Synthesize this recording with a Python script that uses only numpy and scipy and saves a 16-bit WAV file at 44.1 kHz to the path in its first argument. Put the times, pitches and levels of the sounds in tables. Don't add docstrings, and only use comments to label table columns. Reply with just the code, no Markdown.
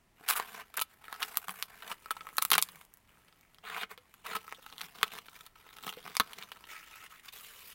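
import sys
import numpy as np
from scipy import signal
from scipy.fft import rfft, irfft
from scipy.io import wavfile
from scipy.ndimage import uniform_filter1d

SR = 44100
rng = np.random.default_rng(int(sys.argv[2]) if len(sys.argv) > 2 else 0)


def inscribe(sig):
    pcm = np.round(np.clip(np.atleast_2d(sig).T, -1, 1) * 32767)
    wavfile.write(sys.argv[1], SR, pcm.astype(np.int16))


N = 341581
TIME = np.arange(N) / SR


def amp(db):
    return 10 ** (np.asarray(db) / 20)


def unit_rms(x):
    return x / np.sqrt(np.mean(x ** 2) + 1e-20)


def unit_energy(x):
    return x / np.sqrt(np.sum(x ** 2) + 1e-20)


def curve_at(points, hz):
    f, value = np.transpose(points)
    return np.interp(np.log(hz + 1), np.log(f + 1), value)


def add(mix, start_s, sound):
    part = mix[max(round(start_s * SR), 0):][:len(sound)]
    part += sound[:len(part)]


def band(x, low_hz, high_hz, order):
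    edges_hz = [low_hz, min(high_hz, .49 * SR)]
    return signal.sosfilt(signal.butter(order, edges_hz, "band", fs=SR, output="sos"), x)


def colour(x, spectrum, size=2048):
    log_gain = np.log(amp(curve_at(spectrum, abs(np.fft.fftfreq(size, 1 / SR)))))
    taps = np.fft.ifft(np.exp(np.conj(signal.hilbert(log_gain)))).real
    return signal.oaconvolve(x, taps[:size // 2])[:len(x)]


def wander(rate_hz):
    hz = np.fft.rfftfreq(N, 1 / SR)
    return unit_rms(irfft(rfft(rng.standard_normal(N)) * (hz < rate_hz) * (hz > rate_hz / 10), N))


# (frequency [Hz], relative spectral level [dB])
AIR_SPECTRUM = [(12, -28), (20, -5), (172, -14), (262, -16), (337, -19), (399, -18.5), (499, -25),
                (574, -21), (976, -20), (1530, -26.5), (1860, -22.5), (4060, -32), (16000, -36.5)]


def air(level_db=-69):
    gain = amp(curve_at(AIR_SPECTRUM, np.fft.rfftfreq(N, 1 / SR)))
    return amp(level_db) * unit_rms(irfft(rfft(rng.standard_normal(N)) * gain, N))


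# (frequency [Hz], T60 [s])
ROOM_DECAY = [(150, .38), (500, 0.22), (2000, 0.48), (6000, 0.24), (15000, 0.11)]


def room(x, early_db=-9.0, early_t60=0.051, tail_db=-32.5, turns_per_s=1.723, paths=4):
    t = np.arange(SR // 2) / SR
    early = 0
    for k in range(paths):
        taps = rng.standard_normal(len(t)) * (rng.random(len(t)) < .15) * (t > .0012)
        echoes = unit_energy(taps * amp(-60 * t / early_t60))
        weight = np.sqrt(2 / paths) * np.cos(np.pi * (turns_per_s * TIME + k / paths))
        early = early + signal.oaconvolve(x * weight, echoes)[:N]
    hz, age, noise = signal.stft(rng.standard_normal(len(t)) * (t > .008), SR, nperseg=256)
    decay = amp(-60 * age / curve_at(ROOM_DECAY, hz)[:, None])
    tail = unit_energy(signal.istft(noise * decay, SR, nperseg=256)[1][:len(t)])
    return x + amp(early_db) * early + amp(tail_db) * signal.oaconvolve(x, tail)[:N]


# (frequency [Hz], resonance gain [dB re direct sound], T60 [s])
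BOX_MODES = [(168, -7.5, 0.047), (188.2, 1.5, 0.16), (250, -14, 0.45), (437, 6.5, 0.041),
             (1086, -6.5, 0.017), (1298, 1, 0.03), (1888, -24.5, 0.032), (2910, -7, 0.016),
             (3630, -10, 0.042), (3730, -21.5, 0.16), (4450, -22, 0.24)]


def box(x, gain_db=-1.0):
    t = np.arange(SR // 4) / SR
    response = signal.unit_impulse(len(t))
    for hz, mode_db, t60 in BOX_MODES:
        damping = np.log(1000) / t60
        response += amp(mode_db) * 2 * damping / SR * np.exp(-damping * t) * np.cos(2 * np.pi * hz * t)
    return amp(gain_db) * signal.oaconvolve(x, response)[:N]


# (time [s], level [dB], frequency [Hz], T60 [s])
BOX_THUDS = [(0.209, -52, 320, 0.025), (1.486, -51, 189.5, 0.16), (2.555, -47.5, 173.9, 0.26),
             (2.582, -56, 93.4, 0.073), (3.978, -54, 500.4, 0.12), (4.349, -49.5, 200, 0.15),
             (4.36, -46, 445.6, 0.14), (4.584, -52, 524, 0.055), (5.031, -50.5, 115, 0.065),
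             (5.972, -41, 491, 0.07), (6.198, -35, 210, 0.048), (6.198, -38, 79, 0.039)]


def thuds():
    out, t = np.zeros(N), np.arange(SR // 4) / SR
    for start, level_db, hz, t60 in BOX_THUDS:
        add(out, start, amp(level_db - 60 * t / t60) * np.sin(2 * np.pi * hz * t))
    return out


def patch_ring(x, hz, q):
    return signal.lfilter(*signal.iirpeak(min(hz, .45 * SR), q, SR), x)


def slip(creak, decay_s=0.00062):
    t = np.arange(SR // 100) / SR
    tick = unit_energy(np.exp(-t / decay_s) * rng.standard_normal(len(t)))
    patch_hz = 900 * 16 ** rng.random()
    return unit_energy(tick + creak * unit_energy(patch_ring(tick, patch_hz, q=4.8)))


def moving_contact(x, depth_db=2.5):
    spectra = signal.stft(x, nperseg=256)[2]
    patches = uniform_filter1d(rng.standard_normal(spectra.shape), size=4, axis=0)
    patches = uniform_filter1d(patches, size=12, axis=1)
    return signal.istft(spectra * amp(depth_db * unit_rms(patches)), nperseg=256)[1][:len(x)]


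def pressure(t, attack_s, start, length, level_db, swell_db, release_s=0.012):
    age = t - start
    contact = np.clip(age / attack_s, 0, 1) * np.exp(-np.maximum(age - length, 0) / release_s)
    return contact * amp(level_db + swell_db * (np.clip(age / length, 0, 1) - .5))


def friction(strokes, spectrum, attack_s, gain_db, slips_per_s, spread_db, hiss, clump_db, creak):
    shape_count, split_hz = 32, 6500
    first, last = strokes[0][0], strokes[-1][0] + strokes[-1][1]
    t = TIME[round(first * SR):round((last + .06) * SR)]
    n = len(t)
    sizes = amp(spread_db * np.minimum(rng.exponential(1, n), 3))
    impulses = sizes * (rng.random(n) < slips_per_s / SR)
    shape = rng.integers(0, shape_count, n)
    slips = sum(signal.oaconvolve(impulses * (shape == k), slip(creak))[:n] for k in range(shape_count))
    drive = (unit_rms(slips) + hiss * rng.standard_normal(n)) * amp(clump_db * wander(rate_hz=110)[:n])
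    sound = colour(moving_contact(drive), spectrum)
    card = unit_rms(band(sound, 60, split_hz, order=4))
    film = unit_rms(band(sound, split_hz, 21000, order=4))
    card_envelopes = [pressure(t, attack_s, *stroke) for *stroke, _ in strokes]
    film_envelopes = [envelope * amp(stroke[-1]) for envelope, stroke in zip(card_envelopes, strokes)]
    card *= np.linalg.norm(card_envelopes, axis=0)
    film *= np.linalg.norm(film_envelopes, axis=0)
    out = np.zeros(N)
    add(out, first, amp(gain_db) * (card + film))
    return out


# (time [s], duration [s], level [dB], swell [dB], film hiss [dB re level])
WRAP_STROKES = [(7.32, 0.18, -54.5, -2.5, 0), (7.5, 0.221, -55.5, 3, 0)]
# (frequency [Hz], gain [dB])
WRAP_SPECTRUM = [(150, -40), (250, -13), (273, -22), (429, -10), (576, -11), (1310, -5), (1550, -5),
                 (2320, -0.5), (6140, -9.5), (14900, 11), (16000, 5.5)]


def bubble_wrap():
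    return friction(WRAP_STROKES, WRAP_SPECTRUM, attack_s=0.0068, gain_db=-0.5,
                    slips_per_s=1800, spread_db=3.0, hiss=1.0, clump_db=1.9, creak=0.56)


# (time [s], duration [s], level [dB], swell [dB], film hiss [dB re level])
SCRAPE_STROKES = [(5.15, 0.032, -60, 5, -3), (5.335, 0.028, -49.5, -3, -4.5),
                  (6.36, 0.067, -57, 5.5, -13.5), (6.675, 0.17, -49.5, -11.5, -5.5),
                  (6.839, 0.225, -54, 4.5, -5.5), (7.081, 0.12, -56, -4.5, -3.5),
                  (7.22, 0.0768, -56, -3, 0)]
# (frequency [Hz], gain [dB])
SCRAPE_SPECTRUM = [(150, -53), (250, -28), (300, -7), (430, -13), (600, -6), (1060, -5.5), (1550, -0.5),
                   (2300, 4), (3700, -4.5), (5500, -12), (8000, -14), (14400, -9), (16000, -7.5)]


def card_scrapes():
    return friction(SCRAPE_STROKES, SCRAPE_SPECTRUM, attack_s=0.03, gain_db=-1.0,
                    slips_per_s=1500, spread_db=1.0, hiss=0.96, clump_db=3.0, creak=1.0)


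# (time [s], duration [s], level [dB], swell [dB], film hiss [dB re level])
FLAP_STROKES = [(4.38, 0.4, -61.5, -8.5, -2), (4.611, 0.23, -60, 11, -1), (4.771, .1, -58, 5, 1.5),
                (4.871, 0.064, -60, -6, -1.5), (4.94, 0.14, -53, -3.5, -4), (5.098, 0.089, -50.5, -0.5, -4),
                (5.191, 0.28, -62, 5, 0.5), (5.48, 0.066, -78, -1, 2), (5.549, 0.42, -60, 8, -3),
                (5.824, 0.07, -48, 10.5, 0), (5.9, 0.17, -56.5, 3.5, -5), (6.058, 0.126, -53.5, -6, -4.5),
                (6.22, 0.2233, -55, 8.5, -2), (6.461, .21, -60, -2, -2.5)]
# (frequency [Hz], gain [dB])
FLAP_SPECTRUM = [(71, -61), (120, -12), (196, -7), (327, -13), (436, -10.5), (605, -13.5), (670, -5),
                 (1320, -6), (2110, -6.5), (3660, -10), (6630, -19), (14700, -11.5), (16000, -9)]


def flaps():
    return friction(FLAP_STROKES, FLAP_SPECTRUM, attack_s=0.01, gain_db=-0.5,
                    slips_per_s=800, spread_db=6.0, hiss=0.8, clump_db=4.0, creak=0.56)


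# (time [s], duration [s], level [dB], swell [dB], film hiss [dB re level])
DRAG_STROKES = [(3.625, 0.2012, -43.5, 12, -8.5), (3.89, 0.029, -47, 2.22, -2), (3.97, 0.27, -71, 4.5, 0.5),
                (4.235, 0.13, -43, 3.4, -7)]
# (frequency [Hz], gain [dB])
DRAG_SPECTRUM = [(71, -60), (120, -25), (200, -10.5), (314, -24), (445, -5), (513, -17.5), (700, -1.5),
                 (1370, -3.5), (2300, -1.5), (3900, -10), (5400, -23), (15000, -22), (16000, -16)]


def box_drag():
    return friction(DRAG_STROKES, DRAG_SPECTRUM, attack_s=0.025, gain_db=-1.0,
                    slips_per_s=3000, spread_db=4.0, hiss=0.9, clump_db=2.7, creak=0.36)


# (time [s], duration [s], level [dB], swell [dB], film hiss [dB re level])
TAPE_STROKES = [(1.94, .38, -60.5, 7.5, -3.5), (2.32, .4, -61, -1, 4.5), (2.719, .12, -60.5, -2.5, -2),
                (2.85, 0.2, -77, -5.5, 1), (3.07, .56, -71, -8.5, -3)]
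# (frequency [Hz], gain [dB])
TAPE_SPECTRUM = [(71, -57.5), (120, -15.5), (167, -2), (231, -16.5), (418, -15.5), (513, -12), (1320, -9.5),
                 (2480, -9), (3900, -18.5), (5520, -25.5), (16000, -20)]


def tape_crinkle():
    return friction(TAPE_STROKES, TAPE_SPECTRUM, attack_s=0.012, gain_db=-1.0,
                    slips_per_s=450, spread_db=4.5, hiss=0.82, clump_db=1.5, creak=.8)


# (time [s], duration [s], level [dB], swell [dB], film hiss [dB re level])
BLADE_STROKES = [(.15, 0.1486, -59.5, 22, -7), (.265, 0.34, -49, -5, -4.5), (0.531, 0.088, -45.5, -1, -15),
                 (.64, 0.19, -66.5, 3, -5), (.74, 0.0596, -57, 2, -7.5), (.85, 0.15, -75, 7, 0),
                 (.885, 0.051, -64, 9, -2.5), (1.005, 0.21, -54.5, 8, -7.5),
                 (1.198, .255, -51.5, -11.5, -0.5), (1.465, .18, -53, 0, 1.5), (1.67, .14, -56.5, 6, -5.5),
                 (1.818, 0.1, -48, 16, -6.5)]
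# (frequency [Hz], gain [dB])
BLADE_SPECTRUM = [(71, -59), (120, -22.5), (236, -12.5), (314, -24), (436, -12), (569, -17), (684, -2),
                  (1290, -5.5), (1550, -1.5), (6370, -20.5), (13500, -9.5), (16000, -13.5)]


def blade():
    return friction(BLADE_STROKES, BLADE_SPECTRUM, attack_s=0.0138, gain_db=-1.5,
                    slips_per_s=1600, spread_db=2.5, hiss=0.98, clump_db=4.0, creak=0.24)


# (low edge [Hz], high edge [Hz], gain [dB], decay stretch [ratio])
FRACTURE_BANDS = [(861, 1960, -1.4, 0.82), (200, 774, -7, 2.8), (2040, 4400, -1, 1.6),
                  (9400, 19600, -0.88, 1.3)]


def fracture(force, body_db, crack_db, tick_db, tuning=1, ring=0, front=0):
    thump_db = -17.5 - 0.43 * tick_db
    shares_db = [0, thump_db, crack_db, tick_db]
    card_hz, crack_hz = 1250, 2850 * 2 ** (0.18 * crack_db)
    notes_hz = [card_hz, card_hz, crack_hz, crack_hz]
    out = 0
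    for share_db, hz, (low_hz, high_hz, gain_db, stretch) in zip(shares_db, notes_hz, FRACTURE_BANDS):
        envelope = force(stretch)
        drives = np.array([np.diff(envelope, prepend=0), envelope * rng.standard_normal(len(envelope))])
        ringing = ring * patch_ring(drives, hz * tuning, q=3.1)
        jolt, shake = band(drives + ringing, low_hz, high_hz, order=2)
        burst = unit_energy(front * unit_energy(jolt) + unit_energy(shake))
        out = out + amp(body_db + share_db + gain_db) * burst
    return out


def snap(body_db, crack_db, tick_db, decay_s, rise_s=.0001, scatter_octaves=0.15):
    t = np.arange(SR // 30) / SR
    tuning = 2 ** (scatter_octaves * rng.standard_normal())
    force = lambda stretch: (1 - np.exp(-t / rise_s)) * np.exp(-t / (decay_s * stretch))
    burst = fracture(force, body_db, crack_db, tick_db, tuning, ring=0.83, front=0.96)
    return np.sqrt(SR / 1000) * burst


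def crackle(strokes, per_s, offset_db, crack_db, tick_db, decay_s, max_snaps=14):
    out = np.zeros(N)
    for start, length, level_db, swell_db, hiss_db in strokes:
        ages = np.cumsum(rng.exponential(1, max_snaps)) / per_s
        scatters_db = rng.standard_normal((max_snaps, 3)) * [1.0, 0.5, 0.5]
        for age, scatter_db in zip(ages, scatters_db):
            if age < length:
                body_db = level_db + swell_db * (age / length - .5) + offset_db
                levels_db = np.array([body_db, crack_db, hiss_db + tick_db]) - scatter_db
                add(out, start + age, snap(*levels_db, decay_s))
    return out


def crackles():
    ticks = crackle(BLADE_STROKES, per_s=30, offset_db=-6.5, crack_db=2.0, tick_db=10.0, decay_s=0.00022)
    creases = crackle(TAPE_STROKES + FLAP_STROKES, per_s=14, offset_db=-2.0,
                      crack_db=3.5, tick_db=8.0, decay_s=.0003)
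    return ticks + creases


# (time [s], body level [dB], crack [dB re body], film tick [dB re body], duration [s])
TEARS = [(.288, -33.5, -9, 9, 0.021), (0.311, -40, 2, 6.5, 0.027), (0.354, -35.5, -9, 4, 0.03),
         (0.391, -37.5, -12, -7.5, 0.021), (0.773, -32, -12, -9, 0.0119), (0.813, -41.5, 7, 12, 0.0093),
         (1.228, -32.5, -12.5, -3.5, 0.0037), (2.42, -35.5, 10.5, 3.5, 0.00237),
         (2.381, -44.5, -7, -7.5, .008), (2.525, -31, -13, -2, 0.01), (2.535, -35, 4.5, 1.5, 0.007),
         (2.551, -27.5, -4, -15, .009), (2.58, -30.5, 2, -4.5, 0.011), (4.347, -38.5, -3, -2.5, 0.023),
         (6.198, -31.5, 0.5, -6.5, 0.0097), (7.282, -51.5, 11, -1.5, 0.0062)]


def rips(gain_db=-2.0, slips_per_s=520, slip_s=0.0019, fade=0.21):
    out = np.zeros(N)
    for start, *levels_db, length in TEARS:
        t = np.arange(round((length + .02) * SR)) / SR
        gaps, sizes = rng.uniform(.4, 1.6, (2, 64))
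        onsets = (np.cumsum(gaps) - gaps[0]) / slips_per_s
        age = t[:, None] - onsets
        sizes = sizes * (onsets < length) * np.exp(-fade * onsets / length)
        force = lambda stretch: (np.exp(-abs(age) / (slip_s * stretch)) * (age >= 0)) @ sizes
        add(out, start, np.sqrt(length * SR) * fracture(force, *levels_db))
    return amp(gain_db) * out


# (time [s], body level [dB], crack [dB re body], film tick [dB re body], decay time [s])
BREAKS = [(.2813, -39, 3, 7, .002), (0.2865, -31.5, 5, 6, .0007), (0.288, -31, 9, 9, 0.00059),
          (0.2942, -34, 5, 9, 0.00081), (.3009, -23, 0, 3.5, .0006), (.309, -21, 1.5, -2, 0.0006),
          (.3359, -48, 7, 7, 0.00036), (0.3553, -31, -18, -5, 0.00194), (0.365, -30, 0, 1, 0.0025),
          (0.3989, -22.5, -17, -11, 0.0005), (.4246, -35.5, -5, -10, 0.0015),
          (.5461, -38, -20, -12, 0.0013), (0.7412, -39.5, -2, -0.5, 0.002), (.7696, -43, 2, 15, .00015),
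          (0.7732, -31.5, -2, 11, 0.0017), (0.7938, -30.5, 5.5, 1, 0.00017), (0.8008, -42, 4, 17, 0.000175),
          (0.8141, -27, 0, 3, .0014), (0.8202, -30.5, 4.5, 10.5, 0.0013), (1.082, -36, -23, -14, 0.00039),
          (1.1268, -27.5, -7, -7.5, 0.0015), (1.142, -46, 4, 1, .0003), (1.204, -49, -3, 11.5, 0.00023),
          (1.2219, -26.5, -0.5, -12, 0.0014), (1.2285, -28.5, 9, -1, 0.0018),
          (1.3561, -47.5, 7.5, 9, 0.0019), (1.3719, -26, 1, 12.5, 0.000145),
          (1.483, -27.5, -7, -4.5, 0.00099), (1.4934, -31, 0, -2.5, .0006), (1.5066, -51, 8, 17, .0003),
          (1.6257, -35.5, 12, 10.5, 0.000081), (1.823, -37.5, -1, -8, 0.0036),
          (1.8779, -45.5, 6.5, 4.5, 0.0018), (1.915, -28, -2.5, -11, 0.0045),
          (2.0591, -36.5, -6, -10, 0.00031), (2.1076, -22, -7.5, -9.5, 0.00068),
          (2.1131, -29.5, -0.5, 3.5, 0.00079), (2.167, -34, -6.5, -12, 0.00203),
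          (2.208, -37, -1.5, -20, 0.0024), (2.269, -33, -17, -11, 0.00115),
          (2.289, -40, -3.5, -5.5, 0.0016), (2.369, -49, 8, 20, .0002), (2.3826, -17.5, -1.5, 0, 0.00089),
          (2.418, -40, 2, 4, .0011), (2.4239, -24, -8, 9.5, 0.0009), (2.451, -27, 1, 10, 0.00061),
          (2.5037, -31.5, 4, 11.5, 0.00032), (2.5157, -25.5, 10.5, 13, 0.000213),
          (2.5191, -15, -1.5, -2, 0.00022), (2.5328, -24.5, 10, 8.5, 0.00108),
          (2.539, -21.5, 7.5, -17, 0.0019), (2.5528, -25, -15, 6.5, .001), (2.5805, -14.5, -2.5, 2, 0.0016),
          (2.617, -50, 4, 25, 0.000214), (2.6251, -29, 9, 16, 0.00038), (2.688, -43, 3.5, 3, 0.00167),
          (2.758, -45.5, -3, -1, 0.00106), (2.813, -46.5, -3, -1, .0006), (2.851, -56.5, -10.5, 9.5, .0002),
          (2.939, -65.5, -4, 23.5, 0.000193), (2.9723, -60.5, -0.5, 13, .0002),
          (3.2832, -61.5, 4, -1, 0.000189), (3.326, -57.5, 3.5, -9, 0.0011),
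          (3.411, -64.5, 4, 12.5, 0.00016), (3.546, -60.5, 10.5, 7.5, .0004),
          (3.5848, -52, 3.5, -9.5, 0.00068), (3.7646, -27, -29, -15, .0008),
          (3.8327, -26.5, -2, -26, 0.0027), (3.9769, -44, 2, -4.5, 0.0039), (4.1405, -48, -2, 2.5, 0.0027),
          (4.2664, -46, 10, 8, 0.00082), (4.3136, -41, 3, -38, 0.0031), (4.367, -31, -5, -34, 0.00104),
          (4.4795, -37, -15.5, -8.5, .0007), (4.5173, -43, -2, -20, 0.00032),
          (4.5247, -29.5, -17, -14, 0.00018), (4.6635, -38, -2.5, -7, .0017), (4.726, -41.5, 2, -8, 0.0013),
          (4.7813, -46.5, 11, 2, 0.00021), (4.809, -35.5, 1, -8.5, 0.0022),
          (4.8143, -36, 8.5, 1.5, 0.00024), (4.8422, -46, 3, 0, 0.00054), (5.0304, -13.5, 0, -8, .00055),
          (5.0795, -53, 14, 13.5, 0.00083), (5.1368, -59, 0, 21, 0.00022), (5.1607, -49, 4.5, 4, 0.00062),
          (5.1866, -36.5, 2.5, -3, 0.00092), (5.284, -40.5, -1, -26, 0.0018),
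          (5.4644, -47, 4.5, 5.5, 0.0021), (5.5562, -51, -1, -20, 0.00257), (5.768, -53, 9, 9, 0.000174),
          (5.7855, -42, -0.5, -5.5, .0009), (5.837, -41.5, 3, -3, 0.00066), (5.878, -31, -2, -11.5, 0.0036),
          (5.9262, -39, 0.5, -5, 0.002), (6.0773, -35.5, -4, -12, 0.0018), (6.1526, -35, 0, 0.5, 0.00054),
          (6.1682, -27, 9, 3, 0.00026), (6.199, -14.5, 1, -3.5, 0.00089), (6.2043, -15, -30, -29, 0.0012),
          (6.333, -44.5, 10, 5, 0.0015), (6.4252, -44.5, 10.5, -16.5, 0.00089),
          (6.5178, -33.5, 0, -7.5, 0.0028), (6.64, -44, 3, -26, 0.00252), (6.9579, -45, -10.5, 2, 0.000984)]


def snaps():
    out = np.zeros(N)
    for start, *levels_db, decay_s in BREAKS:
        add(out, start, snap(*levels_db, decay_s))
    return out


def scene():
    breaking = snaps() + crackles() + rips()
    rubbing = blade() + tape_crinkle() + box_drag() + flaps() + card_scrapes() + bubble_wrap()
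    parcel = box(breaking + rubbing) + thuds()
    return (room(parcel) + air())[None]


def record(dry, cutoff_hz=16050):
    low_pass = signal.firwin(401, cutoff_hz, window=("kaiser", 7), fs=SR)
    return signal.oaconvolve(dry, low_pass[None], "same")


dry = scene()
out = record(dry)
inscribe(out)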